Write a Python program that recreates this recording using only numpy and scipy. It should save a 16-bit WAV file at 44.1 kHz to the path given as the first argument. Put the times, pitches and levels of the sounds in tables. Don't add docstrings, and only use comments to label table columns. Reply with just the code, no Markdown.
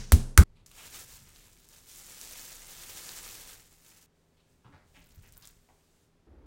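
import sys
import numpy as np
from scipy import signal
from scipy.fft import rfft, irfft, next_fast_len
from scipy.io import wavfile
from scipy.ndimage import uniform_filter1d

SR = 44100
rng = np.random.default_rng(int(sys.argv[2]) if len(sys.argv) > 2 else 0)


def store_wav(level_fs):
    pcm = np.round(np.clip(np.atleast_2d(level_fs), -1, 1) * 32767)
    wavfile.write(sys.argv[1], SR, pcm.T.astype(np.int16))


N = 284885
TIME = np.arange(N) / SR

POUND_END, PEEL_END, LIFT_END = 0.436, 4.062, 6.269
AIR_DB = -72


def mallet():
    # (time [s], crack gain [dB], air pop gain [dB], thump gain [dB])
    blows = [(-0.135, -12.5, -19.5, -8.5), (0.1214, -9.5, -32, -6), (0.3771, -6, -3.5, -2.5)]
    out = np.zeros(N)
    t = np.arange(-SR // 100, SR) / SR
    for s, crack_db, pop_db, thump_db in blows:
        blow = from_db(crack_db) * crack(t)
        blow += from_db(pop_db) * air_pop(t)
        blow += from_db(thump_db) * thump(t)
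        add(out, s + t[0], blow)
    return out + cling()


def crack(t, touch_s=.0014, fade_s=0.0029, slap_s=.00025, studs_db=-9.0, room_db=9.5):
    # (frequency [Hz], relative density [dB per Hz])
    crack_colour = [(120, -0.5), (400, 3.5), (680, -2.5), (2100, -6.5), (2800, -5), (5800, -3), (9500, -2),
                    (16000, -5)]
    studs = from_db(studs_db) * (t > -touch_s) * np.exp(-np.maximum(t, 0) / fade_s)
    slap = np.exp(-(t / slap_s) ** 2)
    grit = colour(rng.choice([-1., 1.], len(t)), crack_colour)
    answer = np.pad(echoes(), (len(t) - SR, 0))
    tail = colour(answer, crack_colour) / np.sqrt(len(t))
    return grit * (studs + slap) + from_db(room_db) * tail


def air_pop(t):
    # (frequency [Hz], gain [dB], decay by 60 dB [s])
    air_modes = [(460, -14.5, .012), (930, -24.5, 0.033), (1340, -8.5, .016), (1526, -2, 0.01),
                 (1940, -12, 0.01)]
    pop = sum(from_db(db) * ring(t, hz, t60) for hz, db, t60 in air_modes)
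    return kitchen(pop, wet_db=-9.0)


def thump(t, soft_hz=42, firm_hz=78, firming_s=0.011, swell_s=.0165, flesh_db=-21.0, flesh_hz=(115, 225)):
    # (frequency [Hz], gain [dB], decay by 60 dB [s])
    counter_modes = [(26.95, -17.5, 0.71), (62, -27, 0.36), (84, -19, .3), (125.2, -20.5, 0.48),
                     (162, -20.5, .2), (209, -25, 0.24), (321, -31.5, .25), (400, -32, .3)]
    t = np.maximum(t, 0)
    hz = firm_hz + (soft_hz - firm_hz) * np.exp(-t / firming_s)
    swell = t / swell_s * np.exp(1 - t / swell_s)
    phase = 2 * np.pi * np.cumsum(hz * (t > 0)) / SR
    push = np.sin(phase) * swell ** 3.0
    flesh_noise = rms_one(band(rng.standard_normal(len(t)), flesh_hz, order=3))
    flesh = from_db(flesh_db) * swell * flesh_noise
    counter = sum(from_db(db) * ring(t - swell_s, mode_hz, t60) for mode_hz, db, t60 in counter_modes)
    return push + counter + kitchen(flesh, wet_db=-8.5)


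def cling(start_db=-47, fade_db_per_s=119.5):
    # (frequency [Hz], relative density [dB per Hz])
    cling_colour = [(900, -11), (1700, -4.5), (3200, -7.5), (6000, 0), (8500, -11.5), (11000, -20)]
    letting_go = colour(crackle(per_s=9000, spread_db=2.5), cling_colour)
    return from_db(start_db - fade_db_per_s * TIME) * letting_go


def film(full_db=-49.5, full_per_s=4500, surge_db=1.0, surges_per_s=40):
    # (frequency [Hz], relative density [dB per Hz])
    film_colour = [(150, -6.5), (400, -4.5), (700, -7), (1500, -6), (3200, -3.5), (5200, 1), (7500, 3),
                   (10600, -1), (15500, -1)]
    fine_db, coarse_db = film_effort()
    creases_per_s = full_per_s * from_db(.7 * (np.maximum(fine_db, AIR_DB) - full_db))
    creases = rms_one(crackle(creases_per_s, spread_db=5.0))
    stiff = from_db(-9.5) * lone_ticks(per_s=80) + from_db(-6) * pitched_ticks(per_s=400)
    surges = from_db(surge_db * drift(surges_per_s))
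    rustle = colour(kitchen(surges * (creases + stiff), wet_db=-12), film_colour)
    return two_sizes(rustle, fine_db, coarse_db, split_hz=3180)


def film_effort(touch_s=.66, slack_fine_db=-65, slack_coarse_db=-71):
    # (time [s], length [s], fine crackle gain [dB], crumpling gain [dB])
    tugs = [(0.784, 0.088, -52, -55), (0.946, 0.059, -46, -52.5), (1.098, 0.062, -53, -59.5),
            (1.277, 0.19, -63.5, -67.5), (1.707, 0.072, -59, -65), (3.853, 0.15, -62, -70)]
    # (time [s], fine crackle gain [dB], crumpling gain [dB])
    pull = [(1.85, -63.5, -67), (1.884, -53.5, -63.5), (2.066, -50, -58), (2.464, -47, -54.5),
            (2.67, -51.5, -57.5), (2.872, -48.5, -54), (3.114, -45.5, -51.5), (3.528, -51, -56.5),
            (3.66, -64.5, -69.5)]
    pulling = movement(pull[0][0], pull[-1][0] - pull[0][0])
    touched = between(touch_s, PEEL_END)
    pull_fine_db, pull_coarse_db = in_time(pull)
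    fine = np.maximum(from_db(pull_fine_db) * pulling, from_db(slack_fine_db) * touched)
    coarse = np.maximum(from_db(pull_coarse_db) * pulling, from_db(slack_coarse_db) * touched)
    fine_db = effort_db([(s, length, db) for s, length, db, _ in tugs], fine)
    coarse_db = effort_db([(s, length, db) for s, length, _, db in tugs], coarse)
    return fine_db, coarse_db


def two_sizes(x, fine_db, coarse_db, split_hz):
    fine = band(x, split_hz, "high", order=3)
    coarse = band(x, split_hz, "low", order=3)
    return from_db(fine_db) * rms_one(fine) + from_db(coarse_db) * rms_one(coarse)


def snaps(cycles=5.6, edge_db=-6.0):
    # (time [s], peak of the direct sound [dB], pitch [Hz])
    snap_events = [(0.6624, -35.5, 5890), (0.6659, -36, 6360), (0.7158, -37.5, 8300), (1.3612, -38.5, 4110),
                   (1.4731, -44.5, 8720), (1.6888, -35.5, 8300), (2.2137, -24.5, 6400), (2.2742, -30, 7340),
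                   (2.9822, -31, 7310), (3.092, -24.5, 4320), (5.1587, -39, 12900), (5.3238, -36.5, 8300),
                   (5.3702, -37.5, 7540), (5.3776, -27, 13200), (5.4246, -39, 5200), (5.4544, -33, 7140),
                   (5.4739, -29.5, 7450)]
    out, t = np.zeros(N), np.arange(SR // 100) / SR
    for s, db, hz in snap_events:
        tick = ring(t, hz, cycles / hz) - from_db(edge_db) * (t == 0)
        add(out, s, from_db(db) * tick / np.abs(tick).max())
    return kitchen(out, wet_db=-8.0)


def rubs(slips_per_s=1400, uneven_db=2.5, width=1.426, rise_share=0.18, body_ratio=0.36, body_db=-6.5, edge_db=-11):
    # (time [s], gain [dB], pitch [Hz], length [s])
    rub_events = [(0.555, -71, 3070, 0.067), (0.713, -52, 3020, 0.0065), (0.777, -54, 2760, 0.071),
                  (2.35, -56, 2600, 0.03), (3.275, -53, 4200, 0.022), (3.906, -69, 2330, .085),
                  (4.367, -76, 3300, 0.12), (4.645, -62, 1070, 0.069), (4.718, -65.5, 1530, 0.13),
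                  (4.728, -64.5, 700, 0.077), (4.941, -60.5, 2300, 0.084), (5.231, -67, 2080, 0.099),
                  (5.362, -62.5, 1270, 0.028), (5.426, -59.5, 4400, 0.06), (5.684, -63.5, 730, 0.038)]
    out, t = np.zeros(N), np.arange(SR // 2) / SR
    spread = max(width, 1.05) ** np.array([-1, 1])
    parts = (1, 0), (body_ratio, body_db), (2, edge_db)  # (pitch ratio, gain [dB])
    for s, db, hz, length in rub_events:
        uneven = np.clip(rng.standard_normal(len(t)), -2, 2)
        sizes = from_db(uneven_db * uneven) * rng.standard_normal(len(t))
        slips = sizes * (rng.random(len(t)) < slips_per_s / SR)
        swarm = sum(from_db(part_db) * rms_one(band(slips, ratio * hz * spread)) for ratio, part_db in parts)
        age = t / (rise_share * length)
        add(out, s, from_db(db) * np.sqrt(age * np.exp(1 - age)) * swarm)
    return kitchen(out, wet_db=-4.0)


def meat(wet_per_s=600, thread_db=-4, threads_per_s=100):
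    # (frequency [Hz], relative density [dB per Hz])
    meat_colour, hiss_colour = [(400, 1), (1700, -0.5), (5500, 0), (8000, 1), (11000, -4), (16000, 4.5)], [(400, -4.5), (2000, -3.5), (5000, -3), (8000, -1),
                                                     (11000, -8.5), (16000, -8)]
    # (time [s], length [s], wet crackle gain [dB])
    grips = [(4.97, 0.53, -67), (5.44, 0.042, -61)]
    # (time [s], length [s], gain [dB])
    swishes = [(4.16, 0.8, -81), (4.5, 0.033, -76), (4.88, 1.156, -73.5)]
    unsticking = pitched_ticks(wet_per_s) + from_db(thread_db) * lone_ticks(threads_per_s)
    ticks = colour(kitchen(unsticking, wet_db=-12.5), meat_colour)
    hiss = colour(rng.standard_normal(N), hiss_colour)
    return from_db(effort_db(grips)) * ticks + from_db(effort_db(swishes)) * hiss


def bumps(touch_s=0.0049, t60=0.2, overtone=1.55, overtone_db=-5):
    # (time [s], gain [dB], pitch [Hz])
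    bump_events = [(1.204, -54.5, 134.6), (4.65, -47.5, 122), (4.686, -53, 182.3), (4.732, -49, 89),
                   (4.967, -53.5, 172), (5.172, -43.5, 86)]
    out, t = np.zeros(N), np.arange(SR // 2) / SR
    for s, db, hz in bump_events:
        body = ring(t, hz, t60) + from_db(overtone_db) * ring(t, overtone * hz, t60)
        add(out, s, from_db(db) * body * (1 - np.exp(-t / touch_s)))
    return kitchen(out, wet_db=-4.5)


def background(drone_db=-56.5):
    # (time [s], level [dB rms])
    rumble_level = [(.5, -59.5), (.7, -62.5), (1.15, -57), (1.6, -66.5), (3.2, -58.5), (4.2, -76.5),
                    (4.8, -67), (5.25, -56), (5.8, -73.5)]
    # (frequency [Hz], relative density [dB per Hz])
    rumble_colour, air_colour, drone_colour = [(27, 1.5), (50, -9), (105, -9.5), (200, -21), (400, -51.5)], [(120, -1.5), (400, -4.5), (600, -10),
                                                                      (1320, -16.5), (7000, -26),
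                                                                      (16000, -38.5)], [(30, -8.5), (70, 2),
                                                                                   (120, -18), (330, -11.5),
                                                                                   (620, -22.5),
                                                                                   (1000, -27), (2500, -40),
                                                                                   (16000, -60)]
    # (frequency [Hz], level [dB rms])
    hum_tones = [(80.7, -79), (161.5, -77), (247.6, -82), (403.7, -83)]
    rumble_db, = in_time(rumble_level)
    air = from_db(AIR_DB) * colour(rng.standard_normal(N), air_colour)
    rumble = from_db(rumble_db) * colour(rng.standard_normal(N), rumble_colour)
    hum = np.zeros(N)
    for hz, db in hum_tones:
        hum += from_db(db) * np.sqrt(2) * np.sin(2 * np.pi * (hz * TIME + rng.random()))
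    drone = from_db(drone_db) * colour(rng.standard_normal(N), drone_colour)
    working = between(0, LIFT_END)
    return (air + rumble + hum) * working + drone * (1 - working)


def kitchen(x, wet_db):
    return x + from_db(wet_db) * signal.fftconvolve(x, echoes())[:len(x)]


def echoes(early_db=4.5, early_s=0.013):
    # (frequency [Hz], decay by 60 dB [s])
    reverberation = [(100, 0.27), (500, 0.79), (2000, .42), (8000, 0.44), (16000, 0.13)]
    t, edges = np.arange(SR) / SR, np.geomspace(110, 18000, 10)
    tail = np.zeros(SR)
    for lo, hi in zip(edges, edges[1:]):
        t60 = at_hz(reverberation, np.sqrt(lo * hi))
        tail += band(rng.standard_normal(SR), [lo, hi]) * from_db(-60 * t / t60)
    early = 1 + from_db(early_db) * np.exp(-t / early_s)
    tail *= early * (t > .002)
    return tail / np.linalg.norm(tail)


def crackle(per_s, spread_db, clump_db=0.72, clumps_per_s=70):
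    out, together, edges = 0, drift(clumps_per_s), np.geomspace(150, 19000, 8)
    for lo, hi in zip(edges, edges[1:]):
        uneven = np.clip(rng.standard_normal(N), -2.5, 2.5)
        sizes = from_db(spread_db * uneven) * rng.choice([-1, 1], N)
        clumps = from_db(clump_db * (together + drift(clumps_per_s / 2)))
        snapping = rng.random(N) < per_s / SR
        out = out + band(clumps * sizes * snapping, [lo, hi], order=1)
    return out / np.sqrt(np.minimum(per_s, SR))


def lone_ticks(per_s):
    sizes = from_db(3 * np.clip(rng.standard_normal(N), -2, 2)) * rng.choice([-1, 1], N)
    return rms_one(sizes * (rng.random(N) < per_s / SR))


def pitched_ticks(per_s, lowest_hz=1300, cycles=12.5):
    out, t = 0, np.arange(SR // 100) / SR
    pitches = np.geomspace(lowest_hz, 15000, 16)
    for hz in pitches:
        ticks = lone_ticks(per_s / len(pitches))
        resonance = rms_one(ring(t, hz, cycles / hz))
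        out = out + signal.oaconvolve(ticks, resonance)[:N] * np.sqrt(hz)
    return rms_one(out)


def ring(t, hz, t60):
    t = np.maximum(t, 0)
    return np.sin(2 * np.pi * hz * t) * from_db(-60 * t / t60)


def movement(start, length, swell_db_per_s=291, settle_db_per_s=169):
    before = np.maximum(start - TIME, 0)
    after = np.maximum(TIME - start - length, 0)
    return from_db(-swell_db_per_s * before - settle_db_per_s * after)


def effort_db(moves, steady=0):
    power = sum((from_db(db) * movement(s, length)) ** 2 for s, length, db in moves)
    return 10 * np.log10(power + steady ** 2 + 1e-18)


def drift(per_s):
    knots = rng.standard_normal(int(per_s * N / SR) + 2)
    return rms_one(np.interp(TIME * per_s, np.arange(len(knots)), knots))


def colour(x, spectrum):
    size = next_fast_len(len(x) + 4096)
    hz = np.arange(size // 2 + 1) * SR / size
    lowest, highest = spectrum[0][0], spectrum[-1][0]
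    skirt = np.minimum(hz / lowest, 1) ** 2 / np.maximum(hz / highest, 1) ** 2
    shaped = rfft(x, size) * from_db(at_hz(spectrum, hz)) * skirt
    return rms_one(irfft(shaped, size)[:len(x)])


def band(x, hz, kind="band", order=2):
    sos = signal.butter(order, np.clip(hz, 10, .47 * SR), kind, fs=SR, output="sos")
    return signal.sosfilt(sos, x + 1e-18)


def at_hz(points, hz):
    f, value = np.transpose(points)
    return np.interp(np.log(np.maximum(hz, 1)), np.log(f), value)


def in_time(rows):
    s, *columns = np.transpose(rows)
    return [np.interp(TIME, s, c) for c in columns]


def between(start, end):
    return uniform_filter1d(((TIME >= start) & (TIME < end)) * 1., size=64)


def add(out, s, sound):
    start = round(s * SR)
    sound = sound[max(-start, 0):N - start]
    out[max(start, 0):max(start, 0) + len(sound)] += sound


def from_db(db):
    return 10 ** (np.asarray(db) / 20)


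def rms_one(x):
    return x / np.sqrt(np.mean(x ** 2) + 1e-20)


def scene():
    work = mallet() * between(0, POUND_END)
    work += film() * between(POUND_END, PEEL_END)
    work += meat() * between(PEEL_END, LIFT_END)
    return (work + snaps() + rubs() + bumps() + background())[None]


def record(dry, cutoff_hz=15900):
    low_pass = signal.ellip(10, .1, 70, cutoff_hz, fs=SR, output="sos")
    return signal.sosfilt(low_pass, np.clip(dry, -1, 1))


dry = scene()
out = record(dry)
store_wav(out)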